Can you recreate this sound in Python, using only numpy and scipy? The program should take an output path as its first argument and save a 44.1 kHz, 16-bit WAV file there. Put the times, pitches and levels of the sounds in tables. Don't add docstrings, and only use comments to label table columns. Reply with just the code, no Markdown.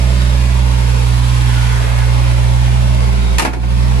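import sys
import numpy as np
from scipy import signal
from scipy.fft import rfft, irfft
from scipy.io import wavfile
from scipy.ndimage import minimum_filter1d

SR = 44100
rng = np.random.default_rng(int(sys.argv[2]) if len(sys.argv) > 2 else 0)


def unload_audio(sound):
    columns = np.transpose(np.atleast_2d(sound))
    steps = np.round(np.clip(columns, -1, 1) * 32767)
    wavfile.write(sys.argv[1], SR, steps.astype(np.int16))


N = 4 * SR
T = np.arange(N) / SR
HZ = np.fft.rfftfreq(N, 1 / SR)
SIDES = np.array([[.5], [-.5]])

# time in seconds, then dB for the low, 1 kHz, middle, upper middle and treble bands.
BAY_LEVELS = [(0.1, -34.1, -38.0, -34.6, -35.7, -38.8), (0.4, -35.1, -36.2, -34.6, -35.6, -39.7),
              (0.7, -37.2, -33.8, -34.4, -35.8, -39.2), (1.05, -38.2, -35.2, -34.0, -35.0, -38.2),
              (1.35, -36.6, -34.2, -32.7, -33.5, -36.9), (1.65, -36.2, -33.1, -30.4, -34.3, -37.1),
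              (1.95, -35.3, -32.4, -30.8, -36.0, -38.4), (2.3, -35.4, -34.9, -34.0, -36.3, -39.3),
              (2.6, -35.2, -36.5, -34.7, -37.0, -39.9), (2.9, -36, -35.6, -35.1, -37.5, -40.7),
              (3.22, -37.4, -37.2, -35.7, -37.3, -41.5), (3.85, -37.6, -34.8, -35.7, -37.3, -41.5)]


def exhaust(crank):
    # time in seconds, dB of the deep tone, octave and weaker tones, deep tone's pan in dB.
    levels = [(0.07, -11.6, -18.7, -26.5, -6.4), (0.65, -11.7, -18.4, -29.5, -6.1),
              (1.15, -13.4, -15.2, -33, -6.3), (1.5, -14.0, -14.9, -34, -5.1),
              (1.8, -14.8, -16.1, -40, -4.9), (1.88, -15.8, -19, -41, -4.8), (1.98, -14.7, -16, -40, -4.6),
              (2.15, -14.1, -15.3, -38.1, -4.2), (2.7, -13.4, -15.4, -30.8, -4.1),
              (3, -13.3, -17.2, -30.2, -3.9), (3.15, -13.4, -21.5, -32.5, -4.1),
              (3.31, -13.3, -25.9, -33, -4.1), (3.8, -13.2, -18.6, -28.6, -4.2),
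              (3.93, -13.3, -18.1, -29.9, -4.2)]
    # time in seconds, radians by which the deep tone is ahead on the left.
    left_lead = [(0, 0.087), (1.2, -0.5), (2.1, -0.95), (4, -1.05)]
    # multiple of the crank speed, relative level in dB.
    overtones = [(4, -25), (7.5, -25.5), (9, -4.5), (12, -11.5), (14, -28), (15, -16), (18, -18.5)]
    lead = curve(left_lead)
    firing = 2 * np.pi * 3 * crank + lead * SIDES
    tone = np.cos(firing) * amp(curve(levels, 1)) * pan(curve(levels, 4))
    tone *= 1 + .02 * drift(hz=25)
    octave_phase = firing + firing.mean(0) + 2.24 - 1.44 * lead
    octave = np.cos(octave_phase) * amp(curve(levels, 2)) * pan(db=-6)
    octave *= 1 + .04 * drift(hz=24.3)
    drone = (tone + octave) / np.cos(lead / 2)
    return np.sqrt(2) * drone + wavering_tones(crank, overtones, curve(levels, 3))


def door():
    # start in seconds, then relative dB of the clack, snap, thud, latch and shell.
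    contacts = [(3.383, -9, -9.5, -28, -17.5, -34), (3.3946, -2, -5, -12, -7, -27),
                (3.4205, -5, -9, -3, -12, -13), (3.448, 0.5, -11.5, -9, -23, -8),
                (3.471, -10, -29, -8, -37, -14), (3.531, -10.5, -24.5, -15.5, -38, -21),
                (3.565, -24, -39, -12, -49, -28), (3.632, -19.5, -48, -23, -45, -28)]
    # frequency in Hz, relative level in dB.
    clack_colour = [(200, -28), (500, 2.5), (900, 1.5), (1500, -1.5), (2400, -3.5), (3300, -14),
                    (6000, -16.5), (13000, -51)]
    snap_colour = [(800, -5), (2500, 10.5), (3800, 5.5), (7000, 2.5), (10500, 2), (13000, -10),
                   (15000, -26)]
    thud_colour = [(25, -16), (60, -4), (150, -3), (220, -3), (340, 0), (500, -5), (900, -16), (3000, -50)]
    # pitch in Hz, relative level in dB, seconds to fade by 60 dB.
    steel_latch = [(640, -8, .14), (915, 0, .16), (1240, -2, .14), (1775, -5, .12), (1825, -2, .14),
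                   (2360, -3, .09), (2760, -6, .1), (2875, -7, .12)]
    shell_and_frame = [(655, -8, .14), (735, 0, .19), (860, 0, .19), (947, -4, .17), (1039, -5, .17),
                       (1405, -11, .25), (1685, -11, .15), (2182, -9, .14), (2546, -9, .12)]
    hollow_panel = [(142, -5, .18), (266, -3, .22), (342, 1.5, .09), (425, 1, .04)]
    clack_fade_s, snap_fade_s, thud_fade_s = .11, .14, .21
    snap_rise_s, rise_s = .0013, .0055
    out = np.zeros((2, N))
    for start, clack_db, snap_db, thud_db, latch_db, shell_db in contacts:
        t = np.maximum(T - start, 0)
        snap = amp(snap_db - 60 * t / snap_fade_s) * noise(spectrum(snap_colour))
        clack = amp(clack_db - 60 * t / clack_fade_s) * noise(spectrum(clack_colour))
        thud = amp(thud_db - 5 - 60 * t / thud_fade_s) * noise(spectrum(thud_colour))
        out += snap * np.minimum(t / snap_rise_s, 1) + (clack + thud) * np.minimum(t / rise_s, 1)
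        out += amp(latch_db) * struck(steel_latch, start)
        out += amp(shell_db) * struck(shell_and_frame, start)
        out += amp(thud_db - 4) * struck(hollow_panel, start)
    return out


def engine_bay(crank):
    # frequency in Hz, relative level in dB.
    rush_colour = [(160, -59), (270, -16), (298, -1.5), (329, -6), (400, -4), (448, -5.5), (555, 1),
                   (745, -8.5), (822, -3), (984, -4.5), (1280, -8), (1390, -5.5), (1560, -7.5),
                   (2270, -7.5), (4740, -13.5), (5960, -17), (10200, -20.5), (12200, -28), (13500, -36)]
    # frequency in Hz, width in Hz, boost in dB.
    resonances = [(531, 20, 2.5), (666, 160, 0), (673, 20, 6.5), (1260, 300, 1.5), (2180, 89, 2.5),
                  (3280, 310, 2), (5240, 620, 1.5), (6260, 44, 4.5), (10460, 91, 5)]
    # frequency in Hz, dB by which the left is louder.
    balance = [(60, 0), (98, -8), (160, 47), (260, 2), (430, -5), (700, 1), (1140, -0.5), (1850, -2.0),
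               (3030, -2), (4940, 3), (8060, -4), (13200, 0)]
    colour = spectrum(rush_colour) + sum(db * peak(hz, width) for hz, width, db in resonances)
    colour = colour + spectrum(balance) * SIDES
    rush = noise(colour) * amp(.5 * drift(hz=19) + .18 * np.sin(2 * np.pi * crank))
    ticks = amp(-11.5) * valve_pulses(crank) * noise(colour)
    return amp(-25.5) * pass_bonnet(shifting_reflections(rush + ticks))


def valve_pulses(crank, count=12, fade_s=.0046):
    step = (crank * count / 2).astype(int)
    starts = np.flatnonzero(np.diff(step))
    valve_db = -.5 * rng.standard_normal(count)
    hits = np.zeros(N)
    hits[starts] = amp(valve_db[step[starts] % count] + 5 * rng.standard_normal(len(starts)))
    return unit(signal.lfilter([1], [1, -np.exp(-1 / (SR * fade_s))], hits))


def pass_bonnet(sound):
    side_share = [.1, .6, .7, .8, .9]
    lowpasses = [1 / (1 + (HZ / hz) ** 8) for hz in (760, 1120, 2650, 5300)]
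    bands = np.diff([np.zeros_like(HZ), *lowpasses, np.ones_like(HZ)], axis=0)
    out = 0
    for k, gain in enumerate(bands):
        band = irfft(rfft(sound) * gain, N)
        centre = band.mean(0)
        change_db = bay_change_db(k + 1)
        out += centre * amp(change_db) + (band - centre) * amp(side_share[k] * change_db)
    return out


def shifting_reflections(sound, size=2048, patch_hz=28, patch_s=.058):
    hz, t, slices = signal.stft(sound, SR, nperseg=size)
    across = np.exp(-((hz - hz.mean()) / patch_hz) ** 2 / 2)
    along = np.exp(-((t - t.mean()) / patch_s) ** 2 / 2)
    speckle = rng.standard_normal(slices.shape[1:])
    patches = unit(signal.fftconvolve(speckle, np.outer(across, along), "same"))
    depth_db = 2.8 / np.sqrt(1 + (hz[:, None] / 2800) ** 2)
    return unit(signal.istft(slices * amp(depth_db * patches), SR, nperseg=size)[1][:, :N])


def exhaust_rumble():
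    # frequency in Hz, relative level in dB.
    colour = [(20, -17), (40, -5), (75, 5), (150, -4.5), (260, 1), (400, -23), (900, -61)]
    # time in seconds, level in dB.
    levels = [(0.2, -38), (0.7, -33.5), (1.3, -30.5), (1.9, -32), (2.4, -35), (3, -32)]
    return amp(curve(levels)) * noise(spectrum(colour)) * pan(db=-13.5)


def fan_hum(crank):
    # multiple of the crank speed, relative level in dB.
    tones = [(9.87, 0), (19.9, -16)]
    # time in seconds, level in dB.
    levels = [(0.1, -33), (0.7, -36), (1.3, -39), (1.9, -42), (2.4, -37.5), (2.75, -33), (3.2, -29),
              (3.9, -31.5)]
    return wavering_tones(crank, tones, curve(levels))


def engine_ring(crank):
    # pitch in Hz, width in Hz, relative level in dB.
    resonances = [(815, 26, -3), (866, 30, 0), (925, 24, 0), (975, 30, -2), (1019, 16, 1), (1108, 22, -6)]
    gain = sum(amp(db) * peak(hz, width) for hz, width, db in resonances)
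    shake = 1 + .4 * np.sin(2 * np.pi * 3 * crank)
    return amp(-36.3 + bay_change_db(2)) * noise(20 * np.log10(gain)) * shake


def garage(sound, echo_db=-11.5, fade_s=.45):
    t = T[:SR // 2]
    tail = rng.standard_normal((2, len(t))) * amp(-60 * t / fade_s) * (t > .008)
    tail = signal.lfilter(*signal.butter(1, 4000, fs=SR), tail / np.linalg.norm(tail[0]))
    return sound + amp(echo_db) * signal.fftconvolve(sound, tail, axes=1)[:, :N]


def wavering_tones(crank, tones, level_db):
    out = 0
    for multiple, db in tones:
        gain = amp(db + level_db) * (1 + .14 * drift(hz=11.5))
        out += gain * np.cos(2 * np.pi * (multiple * crank + rng.random()))
    return np.sqrt(2) * out * pan(db=-7)


def struck(tones, start, rise_s=.0031):
    first = int(start * SR)
    t, out = T[:N - first], np.zeros((2, N))
    for hz, db, fade_s in tones:
        phase = rng.random() + np.array([[0], [rng.uniform(-.25, .25)]])
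        out[:, first:] += amp(db - 60 * t / fade_s) * np.sin(2 * np.pi * (hz * t + phase))
    return out * np.clip((T - start) / rise_s, 0, 1)


def noise(colour_db):
    # frequency in Hz, left-right likeness from 0 to 1, radians by which the left is ahead.
    stereo = [(105, 1, 0.2), (240, 0.25, -0.67), (364, 0.046, 1), (516, 0.62, 2.5), (780, 0.6, 2),
              (1050, 1, 1.38), (1320, 0.46, 2.5), (1970, 0.17, 4.5), (2440, 0.22, 6), (2600, 0.41, 7),
              (4080, 0.13, 13), (5370, 0.26, 15.5), (6260, 0.14, 16.5), (8100, 0.25, 20), (9700, 0.22, 20),
              (9500, 0.79, 20), (10400, 1, 20)]
    left, other = rfft(rng.standard_normal((2, N)))
    likeness = np.clip(spectrum(stereo), 0, .995)
    right = (likeness * left + np.sqrt(1 - likeness ** 2) * other) * np.exp(-1j * spectrum(stereo, 2))
    return unit(irfft(np.array([left, right]) * amp(colour_db), N))


def bay_change_db(column):
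    db = curve(BAY_LEVELS, column)
    return db - db.mean()


def amp(db):
    return 10 ** (np.asarray(db) / 20)


def unit(x):
    return x / np.sqrt(np.mean(x ** 2) + 1e-20)


def curve(rows, column=1):
    rows = np.array(rows)
    return np.interp(T, rows[:, 0], rows[:, column])


def spectrum(rows, column=1):
    rows = np.array(rows)
    return np.interp(np.log(HZ + 1), np.log(rows[:, 0] + 1), rows[:, column])


def peak(hz, width):
    return 1 / (1 + (2 * (HZ - hz) / width) ** 2)


def pan(db):
    gains = amp(db * SIDES)
    return gains / gains.mean(0)


def drift(hz):
    return unit(irfft(rfft(rng.standard_normal(N)) * np.exp(-(HZ / hz) ** 2) * (HZ > 0), N))


def duck(over_db, share, hold_s, recover_s):
    size = int(hold_s * SR) // 2 * 2 + 1
    held = -minimum_filter1d(-over_db, size, origin=size // 2, mode="constant")
    fade = np.exp(-T / recover_s)
    return amp(-share * np.maximum.accumulate(held / fade) * fade)


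def scene():
    # time in seconds, firings per second.
    idle_speed = [(0, 62.14), (0.3, 61.1), (0.6, 61.97), (0.85, 60.41), (1.1, 60.04), (1.35, 60.63),
                  (1.6, 60.03), (1.88, 59.11), (2.15, 60.24), (2.45, 60.15), (2.75, 61.2), (3.05, 59.78),
                  (3.35, 58.01), (3.55, 59.25), (3.75, 60.49), (4, 62.44)]
    firing_hz = curve(idle_speed) * (1 + .0031 * drift(hz=14.6))
    crank = np.cumsum(firing_hz) / SR / 3
    engine = exhaust(crank) + fan_hum(crank) + exhaust_rumble() + engine_bay(crank)
    return engine + garage(door()) + engine_ring(crank)


def record(dry, threshold_db=-20, ceiling=.9, top_hz=13300):
    bass = signal.sosfiltfilt(signal.butter(2, 280, fs=SR, output="sos"), dry)
    rest = dry - bass
    power = signal.lfilter(*signal.butter(1, 18, fs=SR), (rest ** 2).mean(0))
    over_db = np.maximum(10 * np.log10(abs(power) + 1e-12) - threshold_db, 0)
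    ducked = bass * duck(over_db, share=.49, hold_s=.12, recover_s=.022)
    ducked += rest * duck(over_db, share=.66, hold_s=.14, recover_s=.096)
    rounded = ducked / (1 + (ducked / ceiling) ** 20) ** (1 / 20)
    lowpass = signal.firwin(201, top_hz, window=("kaiser", 9), fs=SR)
    return signal.oaconvolve(rounded, lowpass[None], "same")


dry = scene()
out = record(dry)
unload_audio(out)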